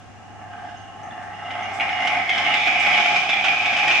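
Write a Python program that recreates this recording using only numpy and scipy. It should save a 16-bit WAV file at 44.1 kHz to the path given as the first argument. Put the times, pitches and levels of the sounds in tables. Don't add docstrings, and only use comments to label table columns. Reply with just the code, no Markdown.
import sys
import numpy as np
from scipy import signal
from scipy.fft import rfft, irfft, next_fast_len
from scipy.io import wavfile
from scipy.ndimage import uniform_filter1d, map_coordinates

SR = 44100
rng = np.random.default_rng(int(sys.argv[2]) if len(sys.argv) > 2 else 0)


def unload_audio(sound):
    columns = np.transpose(np.atleast_2d(sound))
    steps = np.round(np.clip(columns, -1, 1) * 32767)
    wavfile.write(sys.argv[1], SR, steps.astype(np.int16))


N = 4 * SR
SKIRT_HZ, PING_RISE_S = 850, .00046

# f/Hz, level/dB
GLASS_SPECTRUM = [(40, -47), (100, -36.5), (900, -8.5), (1500, -2), (2400, -1.5), (2900, 2.5), (3300, 2.5),
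                  (3750, -5), (4100, -13), (4800, -10), (5250, -5), (5650, -14.5), (6200, -11.5),
                  (7000, -18), (7800, -26), (8800, -28.5), (10000, -41), (12000, -64.5), (14000, -51.5),
                  (16000, -64.5)]


def amp(db):
    return 10 ** (np.asarray(db) / 20)


def unit(x):
    return x / np.sqrt(np.mean(x ** 2) + 1e-20)


def along(points, hz):
    f, v = np.transpose(points)
    return np.interp(np.log(hz + 1), np.log(f + 1), v)


def curves(rows):
    s, *cols = np.transpose(rows)
    return [np.interp(np.arange(N) / SR, s, c) for c in cols]


def wobble(knots_per_s):
    return map_coordinates(rng.standard_normal(400), [np.arange(N) * knots_per_s / SR], mode='mirror')


def envelope(t, rise_s, t60_s):
    return (1 - np.exp(-t / rise_s)) * amp(-60 * t / t60_s)


def add(track, start_s, sound):
    part = track[round(start_s * SR):][:len(sound)]
    part += sound[:len(part)]


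def filtered(x, response, pad=4096):
    edge = np.hanning(2 * pad)
    length = x.shape[-1]
    x = np.pad(x, [(0, 0)] * (x.ndim - 1) + [(pad, pad)], mode='reflect')
    x = x * np.concatenate([edge[:pad], np.ones(length), edge[pad:]])
    m = next_fast_len(length + 4 * pad)
    return irfft(rfft(x, m) * response(np.fft.rfftfreq(m, 1 / SR)), m)[..., pad:pad + length]


def struck(force, spectrum, size=8192):
    cepstrum = irfft(np.log(amp(along(spectrum, np.fft.rfftfreq(size, 1 / SR)))))
    cepstrum[1:size // 2] *= 2
    cepstrum[size // 2 + 1:] = 0
    impulse = irfft(np.exp(rfft(cepstrum)))
    return signal.fftconvolve(force, impulse / np.linalg.norm(impulse))[:N]


def resonance(force, hz, widths_hz):
    turn = np.exp(2j * np.pi * np.cumsum(hz) / SR)
    poles = np.poly(np.exp(-np.pi * np.abs(widths_hz) / SR))
    impulse = signal.lfilter([1], poles, signal.unit_impulse(SR // 10))
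    return np.sqrt(2) * np.real(turn * signal.lfilter([1], poles, force / turn)) / np.linalg.norm(impulse)


def diffuse_noise(size):
    # f/Hz, correlation
    likeness = [(100, 0), (700, 0.2), (1500, 0.53), (2500, 0), (10000, 0)]
    angle = lambda hz: np.arccos(np.clip(along(likeness, hz), -1, 1)) / 2
    noise = rng.standard_normal((2, size))
    mid, side = filtered(noise, lambda hz: np.array([np.cos(angle(hz)), np.sin(angle(hz))]))
    return np.array([mid + side, mid - side])


def ventilation(rms_db=-46.5):
    # f/Hz, relative level/dB
    spectrum = [(20, -11), (45, -9.5), (75, 0.5), (130, -0.5), (260, -0.5), (420, -8.5), (1000, -11.5),
                (2500, -15), (4000, -26.5), (6500, -23.5), (10000, -39), (12000, -52), (16000, -56)]
    return amp(rms_db) * unit(filtered(diffuse_noise(N), lambda hz: amp(along(spectrum, hz))))


def echoes(x, bench_db=-2, bench_t60_s=.068):
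    # f/Hz, T60/s
    room_t60 = [(150, 0.47), (800, 0.75), (2500, 0.66), (10000, 0.75)]
    hz, t, bands = signal.stft(diffuse_noise(SR // 2), SR, nperseg=256)
    decay = amp(-60 * t / along(room_t60, hz)[:, None]) + amp(bench_db - 60 * t / bench_t60_s)
    bands = bands * decay * (t > 0)
    tail = signal.istft(bands / np.linalg.norm(bands, axis=2, keepdims=True), SR, nperseg=256)[1]
    return signal.fftconvolve(x[None], tail / np.linalg.norm(tail[0]), axes=1)[:, :N]


def laboratory(x, room_db=0, right_lead_s=2e-5):
    # f/Hz, level/dB
    room_ratio = [(150, -3.5), (800, 2.5), (1500, 2.5), (2400, 5), (3400, 3), (5000, 7.5), (10000, 3)]
    # f/Hz, level/dB
    balance = [(100, 2.5), (800, 0.2), (1200, 0.5), (2200, 1.5), (3400, 3), (4300, 1.5), (6200, 2.5),
               (8000, 0)]
    wander_rad = .3 * wobble(5.02)
    wet = echoes(x * np.cos(wander_rad)) + echoes(x * np.sin(wander_rad))
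    wet_gain = lambda hz: amp(room_db + along(room_ratio, hz))
    sides = np.array([[-.5], [.5]])
    direct = filtered(x, lambda hz: np.exp(2j * np.pi * hz * right_lead_s * sides))
    both = direct + filtered(wet, wet_gain)
    return filtered(both, lambda hz: amp(sides * along(balance, hz)) / np.hypot(1, wet_gain(hz)))


def motor(hum_hz=100.8, waver_db=1.5):
    # t/s, level/dB
    level = [(0, -47.5), (.8, -47), (2, -46), (3.3, -52.5), (4, -48.5)]
    t = np.arange(N) / SR
    phase_rad = np.array([[0], [1]])
    return amp(curves(level)[0] + waver_db * wobble(11)) * np.sin(2 * np.pi * hum_hz * t + phase_rad)


def plate(force, gain_db=-3.5, widths_hz=(8, 150)):
    # f/Hz, level/dB
    modes = [(167, -20), (220, -24.5), (548, -21.5), (712, -9), (735, -5), (788, -18.5), (838, -5.5),
             (872, -12), (1072, -14), (1304, -12.5)]
    notes = sum(amp(gain_db + db) * resonance(force, np.full(N, hz), widths_hz) for hz, db in modes)
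    return signal.sosfilt(signal.butter(2, 110, 'high', fs=SR, output='sos'), notes)


def brushes(rise_s=.0035):
    # t/s, T60/s, level/dB
    bursts = [(1.223, 0.087, -48), (1.731, 0.21, -41), (2.056, 0.06, -42), (2.793, 0.13, -35.5)]
    # f/Hz, level/dB
    spectrum = [(1500, -21), (4000, -9.5), (6500, 0), (9000, -7.5), (11000, -23), (16000, -35)]
    t, track = np.arange(SR // 2) / SR, np.zeros(N)
    for s, t60_s, db in bursts:
        add(track, s, amp(db) * envelope(t, rise_s, t60_s) * rng.standard_normal(len(t)))
    return struck(track, spectrum)


def pings(t60_s=.019):
    # t/s, f/Hz, level/dB
    notes = [(.772, 6370, -37), (1.033, 6290, -36), (1.108, 3450, -32), (1.505, 3060, -20),
             (1.629, 6180, -31.5)]
    t, track = np.arange(SR // 2) / SR, np.zeros(N)
    for s, hz, db in notes:
        add(track, s, amp(db) * envelope(t, PING_RISE_S, t60_s) * np.sin(2 * np.pi * hz * t))
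    return track


def chinks(per_s=70, centre_hz=3058, spread_db=4.5, t60_s=.06):
    t, track = np.arange(SR // 20) / SR, np.zeros(N)
    for k, (late, pitch, loud) in enumerate(rng.standard_normal((700, 3))):
        hz = centre_hz * np.exp(.066 * pitch)
        note = np.sin(2 * np.pi * hz * t) * envelope(t, PING_RISE_S, t60_s)
        add(track, abs(k + late) / per_s, note * amp(spread_db * loud))
    return unit(track)


def rim(force, chatter_db=3.5):
    # f/Hz, width/Hz, level/dB
    modes = [(2830, 47, -1), (5240, 170, -19.5), (6290, 350, -24.5)]
    # t/s, level/dB
    level = [(0, -63), (.55, -53), (1.47, -49.5), (1.51, -41), (1.56, -41.5), (1.62, -34.5), (1.69, -54),
             (1.79, -52), (1.805, -24), (1.86, -46), (1.9, -34), (2.1, -34), (2.2, -45), (2.6, -42.5),
             (4, -43)]
    bend = 1 + .01 * wobble(16)
    drive = force * amp(curves(level)[0] + chatter_db * wobble(35))
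    return sum(amp(db) * resonance(drive, hz * bend, [width_hz, SKIRT_HZ]) for hz, width_hz, db in modes)


def scrapes(force, rise_s=.0027, t60_s=.033):
    # t/s, length/s, first f/Hz, last f/Hz, level/dB
    slides = [(2.285, 0.079, 3270, 2990, -27.5), (2.446, 0.082, 2990, 2760, -25),
              (2.526, 0.15, 3500, 3290, -31), (2.934, 0.028, 3060, 2930, -24),
              (3.289, 0.021, 3520, 3360, -25.5), (3.326, 0.014, 3410, 3370, -25.5),
              (3.435, 0.0094, 3270, 3070, -22), (3.654, 0.027, 3460, 3300, -31),
              (3.893, 0.086, 3460, 3540, -34)]
    track = np.zeros(N)
    for s, length_s, first_hz, last_hz, db in slides:
        rub = force[round(s * SR):][:SR // 4]
        t = np.arange(len(rub)) / SR
        hz = np.interp(t, [0, length_s], [first_hz, last_hz])
        note = unit(resonance(rub, hz, widths_hz=[200, 600]))
        release_db = -60 * np.maximum(t - length_s, 0) / t60_s
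        add(track, s, note * (1 - np.exp(-t / rise_s)) * amp(db + release_db))
    return track


def kicks(equivalent_s=.011, tip_db=-2):
    # t/s, ring level/dB, treble level/dB
    blows = [(0.452, -52, -66), (.535, -39, -67), (1.507, -31.5, -36), (1.799, -19, -59), (1.808, -16, -60),
             (1.892, -20, -38), (2.046, -36, -30.5), (2.072, -18.5, -21.5), (2.293, -19.5, -23.5),
             (2.302, -18, -42), (2.378, -26, -21.5), (2.463, -20, -38), (2.538, -15, -20.5),
             (2.672, -14.5, -25.5), (2.679, -17.5, -31), (2.867, -16, -28.5), (2.941, -19.5, -28.5),
             (2.975, -18.5, -29), (3.0, -21.5, -25), (3.055, -18, -25), (3.16, -16, -22.5),
             (3.291, -17, -22), (3.301, -22.5, -25.5), (3.331, -16.5, -25), (3.442, -17, -22),
             (3.45, -15, -25), (3.46, -16, -25), (3.483, -14.5, -27.5), (3.657, -18.5, -23.5),
             (3.729, -24.5, -27), (3.765, -18.5, -21.5), (3.786, -21, -23.5), (3.878, -18, -19.5),
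             (3.886, -23, -29), (3.91, -16.5, -24), (3.92, -21, -24.5), (3.955, -19.5, -25.5)]
    t, ring, treble = np.arange(2048) / SR, np.zeros(N), np.zeros(N)
    scale = np.sqrt(equivalent_s * SR / len(t))
    tip = amp(tip_db) * unit(t == 0)
    for s, ring_db, treble_db in blows:
        grit = rng.standard_normal(len(t))
        ring_skid = unit(grit * envelope(t, rise_s=.0008, t60_s=.025))
        glass_skid = unit(grit * envelope(t, rise_s=.0017, t60_s=.067))
        add(ring, s, scale * amp(ring_db) * unit(ring_skid + tip))
        add(treble, s, scale * amp(treble_db) * glass_skid)
    return ring, treble


def knocks(blows, sharp_blows):
    # f/Hz, level/dB
    clack = [(50, -45), (200, -30), (700, -15.5), (1300, 0), (2200, 1), (2850, -2.5), (3300, -0.5),
             (3650, -14), (4100, -20.5), (8000, -45.5), (16000, -65)]
    return struck(blows * amp(-10.5), clack) + struck(sharp_blows * amp(-3), GLASS_SPECTRUM)


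def taps(per_s=150, scatter=.4, spread_db=3):
    late, loud = rng.standard_normal((1600, 2)).T
    at = np.round((np.arange(len(late)) + scatter * late) * SR / per_s).astype(int)
    inside = (at >= 0) & (at < N)
    force = unit(np.bincount(at[inside], amp(spread_db * loud[inside]), N))
    power = uniform_filter1d(uniform_filter1d(force ** 2, size=2200), size=2200)
    return (force - force.mean()) / np.sqrt(np.abs(power) + 1e-9)


def sliding(tapping, noise_db):
    return unit(tapping + amp(noise_db) * rng.standard_normal(N))


def climbing_ring(force, light_force, width_hz=190, halo_width_hz=390):
    # t/s, f/Hz
    climb = [(0, 1580), (.95, 1564), (1.35, 1930), (1.62, 2120), (1.81, 2210), (2.03, 2100), (2.09, 2275),
             (2.25, 2140), (2.45, 2170), (2.56, 2274), (2.68, 2343), (2.9, 2268), (3.1, 2360), (3.5, 2380),
             (4, 2410)]
    hz = curves(climb)[0]
    halo = resonance(light_force, hz, [halo_width_hz, halo_width_hz])
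    return resonance(force, hz, [width_hz, SKIRT_HZ]) + halo


def stir_bar(blows, sharp_blows, throb_db=1.6):
    # t/s, low level/dB, climbing ring level/dB, treble level/dB
    levels = [(0, -48, -64, -60), (.33, -45.5, -64, -90), (.55, -37, -52, -59), (.68, -40.5, -44, -54),
              (.88, -41.5, -64, -63), (1.06, -37, -48, -68), (1.45, -35, -46.5, -51),
              (1.61, -28, -35.5, -46.5), (1.72, -32, -43.5, -44), (1.79, -29, -40.5, -46),
              (1.82, -30.5, -34.5, -43), (2.02, -28, -27, -39), (2.14, -24.5, -23, -38),
              (2.27, -34.5, -30.5, -40), (2.36, -25, -27.5, -32.5), (2.5, -26, -23.5, -35),
              (2.58, -26, -21.5, -32.5), (2.77, -29.5, -22.5, -33), (2.84, -24, -20, -29),
              (2.97, -25.5, -20, -29), (3.17, -27.5, -25, -29), (3.28, -28.5, -28, -35.5),
              (3.34, -28.5, -20, -37), (3.43, -30.5, -25, -31.5), (3.48, -26.5, -26, -32.5),
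              (3.56, -29.5, -24.5, -32.5), (3.78, -27, -21.5, -32.5), (3.91, -25.5, -20.5, -29.5),
              (4, -30, -19, -27)]
    # f/Hz, level/dB
    body_spectrum = [(30, -39), (120, -45), (170, -34.5), (200, -16.5), (270, -14), (330, -16.5),
                     (410, -20), (520, -19.5), (645, -8.5), (715, -1.5), (780, 1.5), (850, -2),
                     (915, -27.5), (980, -16.5), (1080, -10), (1200, -8.5), (1310, -11.5), (1420, -15.5),
                     (1580, -8), (1900, -19.5), (2600, -26), (4000, -54.5), (9000, -44), (16000, -87)]
    low_db, ring_db, treble_db = curves(levels)
    tapping = taps()
    force = sliding(tapping, noise_db=-3)
    low_force = force * amp(low_db + throb_db * wobble(22))
    body = struck(low_force * amp(-1) + blows * amp(-10), body_spectrum)
    glass = struck(sliding(tapping, noise_db=2.5) * amp(treble_db + 1), GLASS_SPECTRUM)
    ring = climbing_ring(force * amp(ring_db + .5) + blows * amp(-.5), low_force * amp(-12.5))
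    bright = ring + chinks() * amp(treble_db - 6.5) + rim(force) + scrapes(force)
    bright = signal.sosfilt(signal.butter(2, [600, 7000], 'band', fs=SR, output='sos'), bright)
    return body + glass + bright, knocks(blows, sharp_blows), low_force


def scene():
    rattle, knocking, plate_force = stir_bar(*kicks())
    stirring = laboratory(rattle + pings() + brushes()) + laboratory(knocking, room_db=-6)
    return stirring + plate(plate_force) + motor() + ventilation()


def record(dry, top_hz=15720):
    return signal.sosfilt(signal.ellip(12, .1, 90, top_hz, fs=SR, output='sos'), dry)


dry = scene()
out = record(dry)
unload_audio(out)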